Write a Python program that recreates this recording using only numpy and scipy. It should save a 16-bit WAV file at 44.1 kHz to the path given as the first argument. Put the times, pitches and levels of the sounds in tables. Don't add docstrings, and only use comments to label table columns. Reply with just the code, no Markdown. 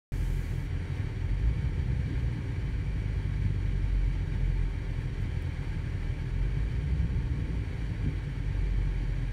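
import sys
import numpy as np
from scipy import signal
from scipy.fft import rfft, irfft
from scipy.io import wavfile
from scipy.ndimage import uniform_filter1d

SR = 44100
rng = np.random.default_rng(int(sys.argv[2]) if len(sys.argv) > 2 else 0)


def generate_wav(sig):
    pcm = np.round(np.clip(np.atleast_2d(sig).T, -1, 1) * 32767).astype(np.int16)
    wavfile.write(sys.argv[1], SR, pcm)


N = 411012
TIME_S = np.arange(N) / SR
BINS_HZ = np.maximum(np.arange(N // 2 + 1) * SR / N, 1)
IDLE_HZ = 38.8

# peak t/s, rise/s, peak firing rate/Hz
ENGINE_SURGES = [(1.761, .36, 67), (7.06, .56, 64.5)]
# f/Hz, width/Hz, lift/dB
PANEL_RESONANCES = [(239, 9, 4.5), (278, 14, 8)]


def from_db(db):
    return 10 ** (np.asarray(db) / 20)


def unit_rms(x):
    return x / np.sqrt(np.mean(x ** 2) + 1e-20)


def hump(centre_s, half_s):
    return np.exp(-((TIME_S - centre_s) / half_s) ** 2)


def swing_db(rows):
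    return sum(db * hump(t_s, half_s) for t_s, db, half_s in rows)


def burst_gain(rows):
    return sum(from_db(db) * hump(t_s, half_s) for t_s, db, half_s in rows)


def drift(rate_hz):
    return unit_rms(irfft(rfft(rng.standard_normal(N)) / (1 + (BINS_HZ / rate_hz) ** 2), N))


def coloured(x, spectrum, resonances=(), skirt_db_per_oct=30):
    hz, db = np.transpose(spectrum)
    shape_db = np.interp(np.log(BINS_HZ), np.log(hz), db)
    shape_db -= skirt_db_per_oct * np.maximum(np.log2(BINS_HZ / hz[-1]), 0)
    for centre_hz, width_hz, lift_db in resonances:
        shape_db += lift_db / (1 + (2 * (BINS_HZ - centre_hz) / width_hz) ** 2)
    return unit_rms(irfft(rfft(x) * from_db(shape_db), N))


def steadied(x, span_s):
    return x / np.sqrt(uniform_filter1d(x ** 2, max(int(span_s * SR), 2)) + 1e-9)


def firing_rate_hz(start_hz=43.75, settle_hz=14, settle_s=.7, sag_hz_per_s=3.35):
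    hz = np.maximum(start_hz - sag_hz_per_s * TIME_S, IDLE_HZ)
    for peak_s, rise_s, peak_hz in ENGINE_SURGES:
        since_s = np.maximum(TIME_S - peak_s, 0)
        rising_hz = IDLE_HZ + (peak_hz - IDLE_HZ) * hump(peak_s, rise_s)
        falling_hz = peak_hz - settle_hz * (1 - np.exp(-since_s / settle_s)) - sag_hz_per_s * since_s
        hz = np.maximum(hz, np.where(TIME_S < peak_s, rising_hz, falling_hz))
    return hz


def firing_level_db(firing_hz, base_db=-40, db_per_oct=6.5, mode_hz=45.9, width_hz=6.5, lift_db=11.5):
    # t/s, change/dB, half length/s
    swings = [(0.323, 4, 0.14), (.95, -4, 0.26), (1.48, 9.5, 0.048), (2.85, 4, .12), (3.45, -3, 0.18),
              (4.27, -8.5, 0.093), (4.52, 4.5, 0.15), (5.45, -4.5, 0.18), (6.65, 6, 0.1),
              (6.982, 3.5, 0.054), (8.307, -6, 0.22)]
    boom_db = lift_db / (1 + (2 * (firing_hz - mode_hz) / width_hz) ** 2)
    return base_db + db_per_oct * np.log2(firing_hz / IDLE_HZ) + boom_db + swing_db(swings)


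def exhaust(phase, firing_hz, overtones_db=-40, third_db=-5, waver_db=2.5, jitter_rad=.24):
    # f/Hz, level/dB
    pipe = [(30, -10), (70, -8.5), (90, -2.5), (128, -5.5), (150, -18), (200, -7)]
    raggedness = .12 + 1.6 * (firing_hz / IDLE_HZ - 1) ** 2
    note = np.sin(phase) * (1 + raggedness * drift(23)) + np.cos(phase) * raggedness * drift(18)
    second = np.sin(2 * phase + rng.uniform(0, 2 * np.pi) + jitter_rad * drift(2.7))
    third = np.sin(3 * phase + rng.uniform(0, 2 * np.pi) + 2 * jitter_rad * drift(8))
    waver = from_db(waver_db * drift(1.7))
    overtones = coloured(waver * (second + from_db(third_db) * third), pipe)
    return from_db(firing_level_db(firing_hz)) * unit_rms(note) + from_db(overtones_db) * overtones


def body_rumble(phase, firing_hz, throb_db=3, boom_db=-34.5, surge_db=3.5, panel_db=-48.5):
    # f/Hz, level/dB
    boom_spectrum = [(15, -39), (24, -30), (33, -3), (55, -3), (72, -4), (84, 1.5), (115, -1), (148, -0.76),
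                     (163, -7), (176, -8.5), (205, -20.5), (260, -38)]
    # f/Hz, level/dB
    panel_spectrum = [(150, -14), (200, -5), (260, -1.5), (320, -1), (345, -8.5), (378, -0.5), (410, -10),
                      (490, -7), (540, -21.5), (700, -32)]
    pushes = from_db(throb_db * np.cos(phase)) * rng.standard_normal((2, N))
    boom = steadied(coloured(pushes[0], boom_spectrum), span_s=.15)
    panels = steadied(coloured(pushes[1], panel_spectrum, PANEL_RESONANCES), span_s=.15)
    pull = sum(hump(peak_s, half_s=.32) for peak_s, _, _ in ENGINE_SURGES)
    speed_db = 1.5 * np.log2(firing_hz / IDLE_HZ)
    return from_db(boom_db + surge_db * pull) * boom + from_db(panel_db + speed_db) * panels


def heater_fan(air_db=-50.5, flutter_db=.5, blade_hz=395.4, wobble_hz=.71, blade_db=-60):
    # f/Hz, level/dB
    rush = [(200, 0), (450, 2), (570, 3), (650, -1), (800, -0.5), (1220, -6.5), (1500, -3.5), (1850, 2.5),
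            (2350, -0.5), (2550, -7), (3300, -6), (3550, -12.5), (4600, -10.5), (4950, -21.5)]
    # f/Hz, level/dB
    treble = [(5200, -21), (6300, -21), (6900, -20), (7800, -23), (9500, -21.5), (10400, -30.5),
              (13000, -32.5), (15700, -38)]
    # f/Hz, width/Hz, lift/dB
    ducts = [(668, 27, -6.5), (901, 56, 7.5), (1102, 34, 6.5), (1200, 26, 3.5), (1343, 49, 4.5),
             (1400, 25, -3), (1428, 23, 3.5), (1506, 37, 8), (1530, 25, -4), (1630, 81, 6.5),
             (1692, 36, -2.5), (1936, 26, -5.5), (2120, 40, 0), (2147, 35, -7.5), (2280, 340, 4.5),
             (2310, 13, -1), (3075, 47, 8), (3118, 32, -5.5), (3450, 23, 0), (3820, 34, 7), (4420, 40, -3),
             (4630, 110, 3.5), (5650, 480, 8), (8980, 120, 5)]
    # t/s, change/dB, half length/s
    swings = [(.92, 1.4, .15), (2.15, 1.3, .1), (5.8, 0.7, 0.58), (7.25, -.7, .25), (7.8, 0.8, .17)]
    air = coloured(rng.standard_normal(N), rush + treble, ducts)
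    blade_phase = 2 * np.pi * np.cumsum(blade_hz + wobble_hz * drift(2.4)) / SR
    level_db = air_db + swing_db(swings) + flutter_db * drift(28)
    return from_db(level_db) * air + from_db(blade_db) * np.sqrt(2) * np.sin(blade_phase)


def cabin_reflections(x):
    # delay/s, level/dB
    walls = [(.00304, -41), (.00561, -24), (.00631, -26), (.00965, -25), (0.0136, -19)]
    return x + sum(from_db(db) * np.interp(TIME_S - delay_s, TIME_S, x) for delay_s, db in walls)


def hiss_and_rustles(hiss_db=-60.5, peak_s=.2, fade_s=.51, stop_s=.655, release_s=.03):
    # f/Hz, level/dB
    spectrum = [(2000, -26), (3500, -3), (6500, 5.5), (9000, 2.5), (12500, 0.5), (15700, -4)]
    # t/s, level/dB, half length/s
    rustles = [(.98, -73.5, 0.031), (2.22, -76, 0.036), (5.015, -73, .012), (5.215, -72, .02)]
    release = np.exp(-np.maximum(TIME_S - stop_s, 0) / release_s)
    hiss_gain = from_db(hiss_db) * hump(peak_s, fade_s) * release
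    return (hiss_gain + burst_gain(rustles)) * coloured(rng.standard_normal(N), spectrum)


def panel_swells():
    # t/s, level/dB, half length/s
    swells = [(1.0, -51.5, 0.1), (2.11, -41, 0.037), (2.4, -43.5, 0.13), (7.46, -44.5, 0.15),
              (8.09, -41.5, 0.037), (9.03, -52, 0.036)]
    # f/Hz, level/dB
    spectrum = [(150, -13), (200, 0.5), (290, -1.5), (350, -9.5), (450, -17)]
    drone = coloured(rng.standard_normal(N), spectrum, PANEL_RESONANCES)
    return burst_gain(swells) * steadied(drone, span_s=.055)


def body_thumps():
    # t/s, level/dB, half length/s
    thumps = [(1.005, -33, .015), (3.455, -26.5, 0.015), (4.355, -26, .015), (5.24, -30.5, 0.025),
              (8.07, -25, 0.023)]
    # f/Hz, level/dB
    spectrum = [(40, -34), (90, 12), (150, -1.5), (200, -6.5), (290, -20), (380, -24)]
    shudder = coloured(rng.standard_normal(N), spectrum)
    return burst_gain(thumps) * steadied(shudder, span_s=.023)


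def tick(t_s=5.424, level_db=-36):
    click = np.zeros(N)
    click[round(t_s * SR)] = from_db(level_db)
    return click


def scene():
    firing_hz = firing_rate_hz()
    phase = 2 * np.pi * np.cumsum(firing_hz) / SR
    engine = exhaust(phase, firing_hz) + body_rumble(phase, firing_hz) + panel_swells() + body_thumps()
    return (engine + cabin_reflections(heater_fan()) + hiss_and_rustles() + tick())[None]


def record(dry, start_s=.12, low_cut_hz=25, high_cut_hz=15650):
    gate = np.clip((TIME_S - start_s) / .001, 0, 1)
    highpass = signal.butter(4, low_cut_hz, "high", fs=SR, output="sos")
    lowpass = signal.ellip(10, .1, 80, high_cut_hz, fs=SR, output="sos")
    return signal.sosfilt(lowpass, gate * signal.sosfilt(highpass, dry))


dry = scene()
out = record(dry)
generate_wav(out)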